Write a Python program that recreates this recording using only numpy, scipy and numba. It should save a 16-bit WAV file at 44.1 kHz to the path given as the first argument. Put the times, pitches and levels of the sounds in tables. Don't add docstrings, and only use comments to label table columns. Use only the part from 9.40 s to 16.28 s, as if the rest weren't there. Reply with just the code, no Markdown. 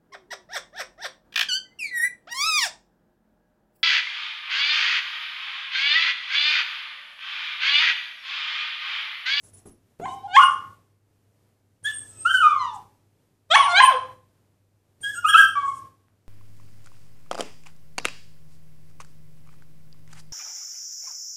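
import sys
import numpy as np
from scipy import signal
from scipy.fft import rfft, irfft
from scipy.io import wavfile
from scipy.ndimage import uniform_filter1d, minimum_filter1d
from numba import njit

SR = 44100
rng = np.random.default_rng(int(sys.argv[2]) if len(sys.argv) > 2 else 0)


def amp(db):
    return 10 ** (np.asarray(db, float) / 20)


def write(x):
    x = np.atleast_2d(x).T
    wavfile.write(sys.argv[1], SR, np.round(np.clip(x, -1, 1) * 32767).astype(np.int16))


N = 303408

# [f/Hz, level/dB]
HOUSE_SPECTRUM = [(25, -20.5), (60, -19), (110, -6), (180, -14.5), (400, -17), (1100, -29.5), (4000, -37.5),
                  (12000, -38.5), (15500, -44.5)]
HOUSE_DB = -57.5
# [f/Hz, level/dB]
HUM = [(49.5, -75.5), (99, -56)]

# [f/Hz, t60/s]
STAIRWELL_DECAY = [(300, 0.7), (1100, 0.44), (3000, 0.3386), (5500, 0.42), (9000, 0.24)]
ECHO_DB, FIRST_ECHO_S = -1.5, 0.009

# [t/s, peak level/dB, thud f/Hz, ring t60/s]
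PAW_STEPS = [
    (0.255, -33, 115, 0.088),
    (0.597, -24.5, 198.2, 0.069),
]
# [t/s, peak level/dB]
CLAW_TICKS = [
    (4.979, -51),
    (6.684, -42.5),
]

# [t/s, pitch f/Hz, level/dB, pressing of the voice (overtones against fundamental) level/dB]
WHIMPER = [
    (.612, 677, -45.5, -24.5),
    (.63, 688, -35.5, -35),
    (.655, 800, -32.5, -34.5),
    (.659, 1060, -28, -35.5),
    (.68, 1065, -45.5, -22.5),
    (.685, 728, -40.5, -17.5),
    (.755, 805, -44, -30.5),
    (.805, 746, -46.5, -27.5),
    (.872, 820, -33, -42),
]
YIP = [
    (0.877, 707.6, -49, -17.5),
    (0.926, 737, -39.5, -18.5),
    (0.956, 820, -23, -8.5),
    (0.965, 873, -17.5, -12),
    (0.968, 1054, -10, -41),
    (0.979, 1084, -6, -42.5),
    (.993, 1210, -9.5, -56),
    (0.998, 1437, -29.5, -29.5),
    (1.039, 1427, -14.5, -32),
]
SQUEAK = [
    (2.445, 1618, -42.5, -16.5),
    (2.457, 1656, -27.5, -14),
    (2.474, 1753, -25.5, -13),
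    (2.515, 1719, -40.5, -1.5),
]
MURMUR = [
    (2.7, 1320, -74, 6),
    (2.78, 1300, -69, 6),
    (2.845, 1290, -69, 6),
]
YELP = [
    (2.852, 1300, -26, -52.5),
    (2.86, 1368, -13.5, -63),
    (2.9, 1577, -35, -26.5),
    (2.912, 1555, -17, -46),
    (2.925, 1573, -37.5, -44.5),
    (2.948, 1521, -14.5, -53.5),
    (3.002, 1463, -34, -31.5),
]
SLIDE = [
    (3.002, 1473, -22, -64),
    (3.039, 1248, -14.5, -43),
    (3.115, 1178, -23.5, -39.5),
    (3.162, 1092, -31.5, -34),
    (3.2, 1039, -34.5, -19),
    (3.226, 998, -28.5, -22),
    (3.306, 888, -47, -15),
    (3.348, 844, -39.5, -39.5),
    (3.38, 773, -48, -50),
]
BARK = [
    (4.102, 591, -39.5, -12),
    (4.116, 647, -24.5, -0.5),
    (4.134, 706.4, -24.5, -7),
    (4.156, 907, -15, -6.5),
    (4.159, 1120, -12.5, -31.5),
    (4.188, 1120, -15.5, -30),
    (4.211, 1077, -24.5, -20.5),
    (4.25, 920, -28, -25.5),
    (4.285, 697.3, -38.5, -7),
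]
BARK_AGAIN = [
    (4.286, 707, -36, -10),
    (4.325, 697, -33, -2.5),
    (4.337, 690.8, -22.5, -22.5),
    (4.368, 770, -34.5, 6.5),
    (4.402, 835.2, -17.5, -11.5),
    (4.405, 1043, -8, -26.5),
    (4.422, 1069, -13.5, -39.5),
    (4.438, 1009, -13.5, -21),
    (4.45, 1076, -15, -40),
]
GRUMBLE = [
    (4.451, 872.5, -30, -17),
    (4.474, 834.1, -35.5, -15.5),
    (4.504, 743, -33, -23),
    (4.52, 614.6, -33, -24.5),
    (4.526, 538, -39, -10),
    (4.552, 504.3, -28.5, -35.5),
    (4.585, 513, -46, -43.5),
]
PEEP = [
    (5.632, 1619, -45, -15),
    (5.646, 1624, -31, -17),
    (5.712, 1703, -31.5, -29.5),
    (5.722, 1700, -49.5, -21.5),
    (5.74, 1638, -34.5, -48.5),
    (5.758, 1355, -48.5, -22.5),
    (5.785, 1408, -28.5, -50.5),
    (5.835, 1464, -55.5, -25.5),
]
YAP = [
    (5.845, 1265, -20.5, -56),
    (5.857, 1242, -12, -64.5),
    (5.866, 1384, -28.5, -37.5),
    (5.882, 1434, -32.5, -16),
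    (5.892, 1628, -22.5, -28.5),
    (5.902, 1654, -25.5, -24),
    (5.922, 1607, -36, -23.5),
    (5.934, 1645, -19.5, -31),
    (5.943, 1552, -16.5, -28.5),
]
YAP_AGAIN = [
    (5.945, 1273, -9, -36.5),
    (5.959, 1350, -7, -46),
    (5.965, 1450, -20.5, -36.5),
    (5.975, 1557, -19.5, -18),
    (5.994, 1663, -2.5, -39),
    (6.007, 1631, -18.5, -36.5),
    (6.02, 1548, -17, -44),
    (6.039, 1577, -16.5, -42.5),
    (6.058, 1573, -38, -14),
]
WHINE = [
    (6.155, 1171, -26.5, -41),
    (6.169, 1150, -24.5, -42),
    (6.217, 1114, -30, -36),
    (6.249, 1109, -29, -44),
    (6.296, 1093, -34, -32.5),
    (6.39, 1070, -50, -46.5),
]

# [f/Hz, level/dB]
MOUTH = [(550, -5), (1100, -5), (1600, -3.5), (2300, 0.5), (3200, 8), (3800, -6), (5000, -21)]
# [t/s, octave level/dB, third harmonic level/dB]
JAW = [(0, 1, 2), (0.658, -4.5, -23), (.683, -21.5, -18.5), (.875, 1, -9), (.969, -4.5, -1.5),
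       (2.4, -5.5, -28.5), (2.56, -11.5, -16.5), (2.848, 1.5, 9.5), (3.0, -7, -3), (3.15, -11, -20),
       (4.0, 3.5, -8.5), (4.158, 0, 0.5), (4.285, 9, 0.5), (4.404, -6.5, -2.5), (4.451, 10, 9),
       (5.6, -0.5, 4.5), (5.68, -8, -6), (5.84, 1.5, -13), (5.944, -3, 1), (6.1, -10, -14.5)]
# [f/Hz, level/dB]
THROAT = [(500, -26), (1100, -7), (1700, 1.5), (2300, -9.5), (3300, 6.5), (4100, -3.5), (4800, -11.5),
          (5800, -13), (7500, -14), (9000, -24.5), (11000, -36), (15000, -48)]
OCTAVE_PRESS, THIRD_PRESS = 0.48, 0.75
TILT_DB = -4
HOARSE = .004
STRAIN_HZ, STRAIN_POWER = 1450, 5

# [start t/s, length t/s, from f/Hz, to f/Hz, level/dB]
WHISTLES = [(0, 0.11, 10700, 10260, -61), (.135, 0.025, 9660, 10220, -50), (.166, 0.03, 10560, 10450, -64),
            (0.251, 0.047, 10640, 10600, -53), (0.616, .05, 6650, 6900, -62.5),
            (.67, 0.084, 6300, 6200, -66.5), (0.987, 0.089, 8935, 9020, -43.5),
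            (1.104, .04, 9750, 9300, -61.5), (2.839, .2, 8750, 8950, -45.5),
            (3.331, 0.035, 9203, 9007, -72.5), (4.142, .055, 9370, 9020, -38),
            (4.201, .12, 9000, 9190, -47), (4.418, 0.052, 8724, 9200, -34),
            (5.613, 0.046, 8860, 8470, -45.5), (5.667, 0.049, 8450, 8518, -50),
            (5.705, .1, 8270, 8210, -53), (5.863, 0.22, 8750, 8890, -39.5), (6.06, .05, 8330, 7970, -46),
            (6.251, 0.091, 9400, 9830, -74.5), (6.333, 0.06, 9343, 9310, -62)]
# [t/s, pitch f/Hz, level/dB]
QUAVER = [
    (2.439, 9100, -42.5),
    (2.529, 8380, -54.5),
    (2.548, 8680, -41.5),
    (2.649, 8250, -50),
    (2.668, 8510, -53.5),
    (2.705, 8050, -42.5),
    (2.736, 8360, -49),
    (2.764, 8030, -41.5),
    (2.84, 8540, -49),
]
RISE_SHARE, HOLD_SHARE, RISE_DB, FALL_DB, FLUTTER_DB = 0.47, 0.12, -6.5, -16.5, 5
SIDEBANDS_DB = [-10, -7, -11, -13, -10, -13.5]

# [f/Hz, level/dB]
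AIR = [(1500, -17), (3000, -11), (5000, -4), (6500, 6.5), (8000, 10), (9500, 1), (11000, -6.5),
       (15000, -10)]
# [f/Hz, level/dB]
RASP = [(1500, -17), (3000, -5.5), (4500, -3), (6500, 0), (9000, -6), (12000, -13), (15000, -14.5)]
AIR_DB, STRAIN_AIR_DB = -63.5, -43
RASP_DB, GUST_DB = -37.5, 2.5

# [f/Hz, level/dB]
TREBLE_FLOOR = [(8500, -75.5), (10000, -64.5), (11000, -60.5), (15000, -58)]
GATE_OPEN_DB, GATE_DEPTH_DB, GATE_KNEE_DB, GATE_FALL_S = -49, -10.5, 1, .065
TOP_HZ, CEILING = 14700, .93


def colour(x, points):
    hz, db = np.transpose(points)
    f = np.fft.rfftfreq(len(x), 1 / SR) + 1
    return irfft(rfft(x) * amp(np.interp(np.log(f), np.log(hz), db)), len(x))


def unit(x):
    return x / np.sqrt(np.mean(x ** 2))


def walk(rate):
    k = int(SR / rate)
    held = np.repeat(rng.standard_normal(4096)[:N // k + 1], k)[:N]
    return 1.3 * uniform_filter1d(uniform_filter1d(held, k), k)


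def play(notes, edge_s):
    t = np.arange(N) / SR
    hz, gains = np.zeros(N), np.zeros((len(notes[0][0]) - 2, N))
    end = 0
    for note in notes:
        s, pitch, *levels = np.transpose(note)
        a, b = int(s[0] * SR), int(s[-1] * SR)
        hz[end:] = np.interp(t[end:], s, pitch)
        end = b
        gains[:, a:b] = amp(np.array([np.interp(t[a:b], s, db) for db in levels]))
    k = int(edge_s * SR)
    gains = uniform_filter1d(uniform_filter1d(gains, k, axis=1), k, axis=1)
    return uniform_filter1d(hz, k // 2), gains


def house():
    rumble = unit(colour(rng.standard_normal(N), HOUSE_SPECTRUM))
    rumble = amp(HOUSE_DB + 1.5 * walk(9)) * rumble
    clock = 2 * np.pi * np.cumsum(1 + 0.0086 * walk(2)) / SR
    hum = sum(amp(db + 0.83 * walk(13)) * np.sin(hz * clock) for hz, db in HUM)
    return rumble + hum


def stairwell(x):
    t = np.arange(SR) / SR
    centres = np.transpose(STAIRWELL_DECAY)[0]
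    tail = 0
    for hz, t60 in STAIRWELL_DECAY:
        band = [(c, 0 if c == hz else -30) for c in centres]
        tail = tail + colour(rng.standard_normal(SR), band) * amp(-60 * t / t60)
    tail = tail * (t > FIRST_ECHO_S)
    return signal.fftconvolve(x, amp(ECHO_DB) * tail / np.sqrt(np.sum(tail ** 2)))[:N]


def paws():
    size = 8192
    out, t = np.zeros(N + size), np.arange(size) / SR
    carpet = [(40, -14.5), (150, -4.5), (450, 0.5), (1200, -18), (5000, -41)]  # (Hz, dB)
    for s, db, hz, t60 in PAW_STEPS:
        scuff = unit(colour(rng.standard_normal(size), carpet))
        thud = np.sin(2 * np.pi * hz * t) * np.exp(-t / 0.0028) + 0.35 * scuff
        swell = 1 - np.exp(-t / 0.001)
        out[int(s * SR):][:size] += amp(db) * thud * amp(-60 * t / t60) * swell
    tick = 2.4 * np.sin(2 * np.pi * 1500 * t) * np.exp(-t / 0.00025)
    for s, db in CLAW_TICKS:
        out[int(s * SR):][:size] += amp(db) * tick
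    return out[:N]


def whistle_notes():
    shares = np.array([0, RISE_SHARE, RISE_SHARE + HOLD_SHARE, 1])
    swell_db = np.array([RISE_DB, 0, 0, FALL_DB])
    notes = [np.array(QUAVER)]
    for s, length, start_hz, end_hz, db in WHISTLES:
        glide = start_hz + (end_hz - start_hz) * shares
        notes.append(np.transpose([s + length * shares, glide, db + swell_db]))
    notes = sorted(notes, key=lambda note: note[0, 0])
    return [np.insert(note, [3], AIR_DB, axis=1) for note in notes]


def larynx_whistle(turn, voiced, gusts):
    hz, (level, air) = play(whistle_notes(), edge_s=0.0054)
    high_turn = 2 * np.pi * np.cumsum(hz * (1 + 0.0025 * walk(120))) / SR
    split = 0
    for k, db in zip((-2, -1, 1, 2, 3, 4), SIDEBANDS_DB):
        split = split + amp(db + 3.5 * walk(25)) * np.sin(high_turn + k * turn)
    flutter = amp(FLUTTER_DB * gusts[::-1])
    return level * flutter * (np.sin(high_turn) + voiced * split), air


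def air_hiss(air, first, gusts):
    rush = rng.standard_normal(N)
    hiss = air * unit(colour(rush, AIR))
    rasp = amp(RASP_DB) * first * unit(colour(rush[::-1], RASP))
    return amp(GUST_DB * gusts) * (hiss + rasp)


def breath(first, upper, turn):
    puffs = rng.standard_normal(N) * (1 + 0.97 * np.cos(turn))
    return (amp(-9) * upper + amp(-39.5) * first) * unit(colour(puffs, THROAT))


def low_harmonics(hz, first, press, turn):
    mouth_hz, mouth_db = np.transpose(MOUTH)

    def mouth(k):
        return amp(np.interp(np.log(k * hz), np.log(mouth_hz), mouth_db))

    jaw_s, *jaw_db = np.transpose(JAW)
    shape = np.searchsorted(jaw_s, np.arange(N) / SR, side="right") - 1
    jaw = uniform_filter1d(amp(jaw_db)[:, shape], size=200, axis=1) / mouth(1)
    octave = first * press ** OCTAVE_PRESS * mouth(2) * jaw[0]
    third = first * press ** THIRD_PRESS * mouth(3) * jaw[1]
    breaks = walk(70)
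    octave = octave * amp(2.1 * breaks[::-1])
    third = third * amp(3.4 * breaks)
    return first * np.sin(turn) + octave * np.sin(2 * turn) + third * np.sin(3 * turn)


def overtones(hz, upper, turn):
    out = np.zeros(N)
    throat_hz, throat_db = np.transpose(THROAT)
    shimmer = 5.9 * walk(70)
    on = upper > 0
    for k in range(4, 18):
        db = np.interp(np.log(k * hz[on]), np.log(throat_hz), throat_db) + TILT_DB * np.log2(k / 4)
        shimmer_db = np.roll(shimmer, k * SR // 7)[on]
        level = upper[on] * amp(db + shimmer_db) * (k * hz[on] < SR / 3)
        out[on] += level * np.sin(k * turn[on] + k * k)
    return out


def puppy():
    calls = [WHIMPER, YIP, SQUEAK, MURMUR, YELP, SLIDE, BARK, BARK_AGAIN, GRUMBLE, PEEP, YAP, YAP_AGAIN, WHINE]
    hz, (first, press) = play(calls, edge_s=0.0049)
    press = np.maximum(press, 0)
    upper = first * press
    strain = np.minimum(hz / STRAIN_HZ, 1) ** STRAIN_POWER
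    jitter = 0.0031 * walk(90) + (.005 + HOARSE * np.sqrt(press)) * walk(400)
    shaken_hz = hz * (1 + jitter)
    turn = 2 * np.pi * np.cumsum(shaken_hz) / SR
    voice = low_harmonics(hz, first, press, turn) + overtones(shaken_hz, upper, turn)
    voiced = strain ** .8 * first / (first + amp(-34))
    gusts = walk(40)
    whistle, air = larynx_whistle(turn, voiced, gusts)
    air = air + amp(STRAIN_AIR_DB) * np.sqrt(np.abs(first)) * strain
    return np.sqrt(2) * (voice + whistle) + breath(first, upper, turn) + air_hiss(air, first, gusts)


def scene():
    near = amp(1.8) * puppy() + paws()
    return (near + stairwell(near) + house())[None]


@njit
def follow(x, fall):
    y, e = np.empty(len(x)), 0.
    for i in range(len(x)):
        e = x[i] if x[i] > e else e + (x[i] - e) * fall
        y[i] = e
    return y


def noise_gate(x):
    above = colour(x, [(150, -27.5), (600, -3), (5000, 3.0), (9000, 9)])
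    heard_db = 10 * np.log10(uniform_filter1d(above ** 2, 1024) + 1e-12)
    loud_enough = .5 + .5 * np.tanh((heard_db - GATE_OPEN_DB) / GATE_KNEE_DB)
    opened = follow(loud_enough, 1 / (GATE_FALL_S * SR))
    return x * amp(GATE_DEPTH_DB * (1 - opened))


def limit(x):
    room = np.minimum(1, CEILING / (np.abs(x) + 1e-9))
    return x * uniform_filter1d(minimum_filter1d(room, size=601), size=601)


def drop_faint_treble(x):
    f, _, z = signal.stft(x, SR, nperseg=2048)
    power = np.abs(z) ** 2
    patch = uniform_filter1d(power, size=5, axis=0) / (power.sum(axis=0) + 1e-18)
    patch_db = 10 * np.log10(np.abs(patch) + 1e-18)
    edge_db = np.interp(f, *np.transpose(TREBLE_FLOOR), left=-200)[:, None]
    kept = .5 + .5 * np.tanh(patch_db - edge_db)
    return signal.istft(z * kept, SR, nperseg=2048)[1][:N]


def roll_off(x):
    return signal.sosfilt(signal.butter(12, 15640, fs=SR, output="sos"), x)


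def record(dry):
    gated = noise_gate(dry[0])
    low_pass = signal.ellip(8, .2, 60, TOP_HZ, fs=SR, output="sos")
    limited = limit(signal.sosfilt(low_pass, gated))
    return roll_off(drop_faint_treble(limited)[None])


dry = scene()
out = record(dry)
write(out)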